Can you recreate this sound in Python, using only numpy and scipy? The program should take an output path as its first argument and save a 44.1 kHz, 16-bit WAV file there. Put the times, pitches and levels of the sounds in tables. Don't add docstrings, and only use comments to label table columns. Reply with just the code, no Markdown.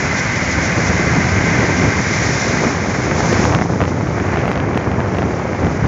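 import sys
import numpy as np
from scipy import signal
from scipy.fft import rfft, irfft, next_fast_len
from scipy.io import wavfile
from scipy.ndimage import uniform_filter1d

SR = 44100
rng = np.random.default_rng(int(sys.argv[2]) if len(sys.argv) > 2 else 0)


def put_to_file(sound):
    columns = np.atleast_2d(sound).T
    safe = np.clip(columns, -1, 1)
    whole_steps = np.round(safe * 32767)
    wavfile.write(sys.argv[1], SR, whole_steps.astype(np.int16))


def voltage_ratio(decibels):
    exponent = np.asarray(decibels, float) / 20
    return 10 ** exponent


N = 258867
SIZE = next_fast_len(N + 4096)
BIN_HZ = np.maximum(np.arange(SIZE // 2 + 1) * SR / SIZE, 1)


def rms_one(x):
    return x / np.sqrt(np.mean(x ** 2) + 1e-20)


def in_time(rows):
    s, *columns = np.transpose(rows)
    return [np.interp(np.arange(N) / SR, s, column) for column in columns]


def swells(s, db, length):
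    t = np.arange(0, N + 64, 64) / SR
    bells = np.exp(-((t[:, None] - s) / length) ** 2)
    return np.interp(np.arange(N) / SR, t, bells @ db)


def colour(x, points, below_db=-120, above_db=-120):
    hz, db = np.transpose(points)
    gain = voltage_ratio(np.interp(np.log(BIN_HZ), np.log(hz), db, below_db, above_db))
    return irfft(rfft(x, SIZE) * gain, SIZE)[:N]


def unit_spike(train, points):
    probe = np.zeros(N)
    probe[N // 2] = 1
    return colour(train, points) / np.max(colour(probe, points))


def drift(rate):
    r = np.exp(-32 * np.pi * rate / SR)
    noise = rng.standard_normal(N // 16 + 3002)
    slow = signal.lfilter([1], [1, -2 * r, r * r], noise)[3000:]
    return np.interp(np.arange(N) / 16, np.arange(len(slow)), rms_one(slow))


def turbulent(source, points, shared_db, own_db, shared_rate, own_rate):
    spectrum = rfft(colour(source, points), SIZE)
    together = shared_db * drift(shared_rate)
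    place = 2 * np.log2(BIN_HZ)
    lowest = int(2 * np.log2(points[0][0]))
    highest = int(2 * np.log2(points[-1][0])) + 1
    out = np.zeros(N)
    for centre in range(lowest, highest + 1):
        share = np.cos(np.pi / 2 * np.clip(place - centre, -1, 1)) ** 2
        band = irfft(spectrum * share, SIZE)[:N]
        out += band * voltage_ratio(together + own_db * drift(own_rate))
    return rms_one(out)


def evened(x, span):
    power = uniform_filter1d(x ** 2, size=int(span * SR))
    return rms_one(x / np.sqrt(power + 0.054))


def grains(per_s, spread_db):
    sizes = voltage_ratio(spread_db * np.minimum(rng.exponential(1, N), 4))
    signs = rng.choice([-1, 1], N)
    return sizes * signs * (rng.random(N) < np.abs(per_s) / SR)


# (pitch [Hz], blur width [Hz], level over the wash [dB])
WHINE = [(1560, 22, -12), (2062, 14, -10), (2200, 30, -14)]
# (time [s], whine level [dB], speed [share of the mean])
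LOAD = [
    (0, 0, .99),
    (1, 1, .997),
    (1.9, 1, 1.008),
    (2.7, -2, 1.015),
    (3.5, -8, 1.01),
    (5.87, -8, .997),
]


def whine():
    load_db, speed = in_time(LOAD)
    turns = 2 * np.pi * np.cumsum(speed) / SR
    tones = np.zeros(N)
    for hz, width_hz, db in WHINE:
        blurred = drift(width_hz) * np.cos(hz * turns) + drift(width_hz) * np.sin(hz * turns)
        tones += voltage_ratio(db) * blurred
    return voltage_ratio(load_db) * tones


# (time [s], bow wave level [dB], fine spray level [dB])
SPRAY = [(0.0, -24, -32), (1.54, -23, -31), (1.91, -24, -31.5), (2.35, -24.5, -27.5), (2.5, -24, -28.5),
         (2.63, -24.5, -30.5), (2.79, -29, -34.5), (3.09, -27.5, -35), (3.28, -27, -31.5), (3.38, -25, -28),
         (3.53, -31, -35), (3.69, -38, -40), (3.89, -35.5, -43), (4.07, -35.5, -42.5), (4.33, -29, -42),
         (4.54, -33.5, -46.5), (5.08, -35.5, -45.5), (5.87, -33, -43)]
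# (time [s], swell, negative for a
# dip [dB])
HISS_SWELLS = [(.18, 5), (0.521, 3.5), (.65, 3), (.88, 3), (1.78, 1), (2.14, 2), (2.78, 0), (3.04, 3.5),
               (3.19, 5), (3.37, -1.5), (3.89, 3.5), (3.6, -3), (4.52, 3.5)]
# (frequency [Hz], level [dB per Hz])
WASH = [(500, -4.5), (900, -4.5), (1300, -5.5), (1600, -2.5), (2100, -0.5), (2300, -3.5), (2480, -6.5),
        (2620, -13.5), (3000, -17), (3800, -27.5), (5000, -22)]
# (frequency [Hz], level [dB per Hz])
FINE = [(2500, -18.5), (3500, -7.5), (4700, -6), (5400, -0.5), (6300, 0), (7000, -4.5), (8000, -1.5)]


def water():
    wash_db, fine_db = in_time(SPRAY)
    fine_db = fine_db + swells(*np.transpose(HISS_SWELLS), length=.02)
    wash = turbulent(rng.standard_normal(N), WASH, 0.49, 0.37, shared_rate=84, own_rate=37)
    drops = rms_one(colour(grains(2500, spread_db=5.0), WASH))
    fine = turbulent(rng.standard_normal(N), FINE, 0.6, 1.0, shared_rate=12, own_rate=130)
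    roar = wash + voltage_ratio(-8.5) * drops + whine()
    return voltage_ratio(wash_db + 2.5) * roar + voltage_ratio(fine_db + 2.5) * fine


# (time [s], force [dB], swirl over the force [dB])
WIND = [(0, -22.5, -3), (.2, -21, -6.5), (.55, -19.5, -6.5), (.95, -16.5, -6), (1.3, -15, -7.5),
        (1.85, -18, -2.5), (1.95, -20, -6), (2.3, -17, -5), (2.62, -19.5, -1.5), (2.73, -20.5, -1),
        (3.05, -19, -0.5), (3.5, -14.5, -1), (3.68, -18, -4), (4.05, -18, -4), (4.42, -18, -1.5),
        (5.2, -18.5, -2), (5.45, -22.5, 2.5), (5.87, -18.5, -4.5)]
# (time [s], swell [dB], fineness [0 rumble to 1 flutter], length [s])
GUSTS = [(0.057, 4.5, 0.6, 0.056), (0.585, 5, 0.4, 0.019), (0.785, 9, 0.9, 0.015), (0.913, 4.5, 0.7, 0.029),
         (1.162, 4.5, 0.4, .03), (1.212, -2.5, 0, 0.025), (1.369, 4.5, 0.6, 0.023), (1.627, 4, 0.8, .04),
         (1.705, 4, 1, 0.026), (1.852, 8, 0.3, .05), (1.98, 7, 0.6, 0.023), (2.404, -10, 0.4, 0.023),
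         (2.528, 3.5, .9, 0.027), (2.651, 7.5, 1, 0.039), (3.546, 5.5, 0.8, 0.011),
         (3.676, -3.5, 0.2, 0.025), (3.724, 5.5, .7, 0.034), (3.823, 10, 0.6, 0.014),
         (3.983, 2, 0.5, 0.018), (4.533, -2.5, .1, 0.045), (4.763, 3.5, 0.3, 0.0067),
         (4.833, -6.5, 0.2, 0.026), (4.873, 3, .5, 0.017), (4.99, 3, 0.3, 0.017), (5.251, 2.5, 0.2, 0.045),
         (5.57, -8, 0.4, 0.012), (5.648, 9.5, .3, 0.044), (5.854, 4, 0.5, 0.018), (5.87, 4.5, 0.5, 0.04)]
# (frequency [Hz], level [dB per Hz])
RUMBLE = [(13, -55.5), (22, -37), (62, -3.5), (91, 2), (173, -2.5), (400, -15.5), (520, -33), (880, -120)]
# (frequency [Hz], level [dB per Hz])
FLUTTER = [(150, -3.5), (300, 0), (500, 3), (1000, -4), (1600, -9.5), (2600, -29.5), (5000, -53)]
# (frequency [Hz], level [dB per Hz])
BURST = [(200, -17.5), (500, 1.5), (1200, 3.5), (2400, -15), (3200, -13.5), (4500, -27.5), (7000, -37.5)]
# (frequency [Hz], level [dB per Hz])
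EDGE = [(2000, -29.5), (2600, 13), (3500, 5), (4600, -2), (6000, -9.5), (8000, -18.5)]


def wind():
    force_db, swirl_db = in_time(WIND)
    s, swell_db, fine, length = np.transpose(GUSTS)
    length = np.clip(length, .008, .2)
    rumble_db = force_db + swells(s, swell_db * np.cos(np.pi / 2 * fine), length)
    flutter_db = force_db + swirl_db + swells(s, swell_db * np.sin(np.pi / 2 * fine), length)

    spikes = rms_one(grains(400 * voltage_ratio(4 * drift(40)), spread_db=2))
    eddies = spikes + voltage_ratio(-0.5) * rng.standard_normal(N)
    rumble = turbulent(eddies, RUMBLE, 0.87, 0.49, shared_rate=11, own_rate=12)
    flutter = turbulent(eddies, FLUTTER, 1.83, 0.44, shared_rate=71, own_rate=33)
    rumble = voltage_ratio(rumble_db - 0.8) * evened(rumble, span=0.063)
    flutter = voltage_ratio(flutter_db - 2.5) * evened(flutter, span=0.054)

    ticks = grains(220 * voltage_ratio(5 * drift(13)), spread_db=3.4)
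    tick_bodies = voltage_ratio(flutter_db + 9) * colour(ticks, BURST)
    tick_fronts = voltage_ratio(flutter_db - 15) * colour(ticks, EDGE)
    return rumble + flutter + tick_bodies + tick_fronts


# (time [s], peak [dB], swing [Hz], direction [+1 or -1])
SLAMS = [
    (1.1842, -4.6, 170, 1),
    (1.5925, -4.6, 150, 1),
    (2.6686, -6, 220, -1),
    (3.2971, -6.3, 200, 1),
    (3.3299, -3.5, 400, -1),
    (3.3946, -4, 200, 1),
    (3.4411, -8, 250, -1),
    (3.5491, -7.5, 150, 1),
    (5.8277, -5, 140, 1),
]


def slams():
    t = np.arange(N) / SR
    swing, taken = np.zeros((2, N))
    for s, db, hz, way in SLAMS:
        hump = np.exp(-(1.5 * hz * (t - s)) ** 2)
        swing += way * voltage_ratio(db + 1) * np.cos(2 * np.pi * hz * (t - s)) * hump
        taken += .85 * hump
    return swing, taken


# (time [s], peak [dB], sharpness [dB], push [dB])
POPS = [(3.112, -6, -25.5, -6.5), (3.204, -6, -31.5, -11.5), (3.328, 2.5, -21.5, -11),
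        (3.44, -9.5, -17, -10), (3.452, 0.5, -23.5, -8.5), (3.523, -5, -21.5, -2), (3.548, -4.5, -15, -1),
        (3.587, -10.5, -21.5, -5), (3.62, -5, -28, -4), (3.804, -7, -24, -9.5), (3.814, -6, -20.5, -10.5),
        (3.837, -9.5, -21.5, -13), (3.852, -11.5, -19.5, -4.5), (4.008, -13.5, -40, -15.5),
        (4.182, -8.5, -26, -10), (4.199, -6.5, -28.5, -10), (4.287, -8.5, -27, -6.5),
        (4.371, -6.5, -23, -3.5), (4.478, -4.5, -22, -8.5), (4.514, -2, -15.5, -3.5), (4.556, -15, -13, -6),
        (4.575, -9, -16.5, -9.5), (4.6, -10.5, -17, -3), (4.732, -22.5, -21, -2), (4.774, -6, -14.5, -0.5),
        (5.003, -9.5, -20, 0), (5.187, -19, -18, -5), (5.219, -7, -22.5, -1), (5.646, -14.5, -22, -3.5),
        (5.668, -13, -19.5, -4)]
# (time [s], peak [dB], sharpness [dB])
CRACKLE = [(3.048, -17, -23.5), (3.342, -12, -19.5), (3.612, -6, -22), (3.735, -14, -24),
           (3.824, -17, -21.5), (3.878, -11.5, -23), (4.07, -15, -27), (4.25, -15.5, -31.5),
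           (4.338, -9, -25.5), (4.358, -10, -21), (4.388, -12.5, -20), (4.403, -14.5, -21),
           (4.415, -14.5, -18), (4.438, -11, -28.5), (4.454, -4, -25), (4.489, -18.5, -11.5),
           (4.53, -16.5, -14), (4.745, -17.5, -13.5), (4.842, -11, -26), (4.915, -12.5, -19),
           (5.014, -17.5, -24.5), (5.059, -14, -23.5), (5.147, -11, -24), (5.168, -13.5, -19),
           (5.184, -8, -15.5), (5.228, -13.5, -20.5), (5.237, -17, -25), (5.31, -12.5, -24.5),
           (5.531, -9, -31), (5.548, -12.5, -25.5)]
# (frequency [Hz], level [dB per Hz])
BODY = [(450, -26.5), (700, 5.5), (1200, 1.5), (2300, -3.5), (2900, -34.5)]
# (frequency [Hz], level [dB per Hz])
THUMP = [(80, -23), (170, 9), (400, -2.5), (700, -1.5), (1000, -36)]


def pops():
    spread_s, rise_s = .002, .0015
    half = 400
    t = np.arange(-half, half + 1) / SR
    rows = [(s, db - 1, sharp_db, push_db - 5) for s, db, sharp_db, push_db in POPS]
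    rows += [(s, db - 2.5, sharp_db, -2) for s, db, sharp_db in CRACKLE]
    ragged = rng.standard_normal((len(rows), len(t))) ** 3
    body, edge, push = np.zeros((3, N + len(t)))
    for (s, db, sharp_db, push_db), rough in zip(rows, ragged):
        i = round((s + rise_s) * SR) - half
        shape = rough * (t > -.0004) * np.exp(-(t / spread_s) ** 2)
        shape = .75 * shape / np.sqrt(np.sum(shape ** 2)) - 1.6 * (t == 0)
        body[i:i + len(t)] += voltage_ratio(db - 1.5) * shape
        edge[i:i + len(t)] += voltage_ratio(db + sharp_db + 7.5) * shape
        push[i + half] -= voltage_ratio(db + push_db + 2.0)
    bursts = unit_spike(body[:N], BODY) + unit_spike(push[:N], THUMP)
    fronts = unit_spike(edge[:N], EDGE)
    return bursts, fronts


def scene():
    bass_cut_hz, swing_cut_hz, vent_hz = 46.4, 700, 26
    port_limit = .66
    water_and_wind = water() + wind()
    bursts, fronts = pops()
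    bass_cut = signal.butter(2, bass_cut_hz, "high", fs=SR, output="sos")
    flow = signal.sosfilt(bass_cut, water_and_wind + bursts)
    flow = flow / (1 + np.abs(flow / port_limit) ** 6) ** (1 / 6) + fronts
    lows = signal.sosfiltfilt(signal.butter(2, swing_cut_hz, fs=SR, output="sos"), flow)
    swing, taken = slams()
    vent = signal.butter(2, vent_hz, "high", fs=SR, output="sos")
    return signal.sosfiltfilt(vent, flow - taken * lows + swing)[None]


def band_limit(x):
    return signal.sosfilt(signal.butter(12, 15850, fs=SR, output="sos"), x)


# (frequency [Hz], level [dB])
TOP = [(6800, 2.5), (7200, -4.5), (7500, -15.5), (7750, -30), (7950, -57)]
# (frequency [Hz], level [dB])
MIRROR = [(7900, -30), (8200, -3), (8600, -19.5), (8900, -32), (9150, -46.5), (9300, -65)]


def record(dry):
    phone_rate_hz = 16000
    converter_top, clip = .8, .705
    x = colour(np.clip(dry[0], -converter_top, converter_top), TOP, below_db=-0.5)
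    carrier = 2 * np.cos(2 * np.pi * phone_rate_hz * np.arange(N) / SR)
    x += colour(x * carrier, MIRROR)
    return band_limit(np.clip(x, -clip, clip)[None])


dry = scene()
out = record(dry)
put_to_file(out)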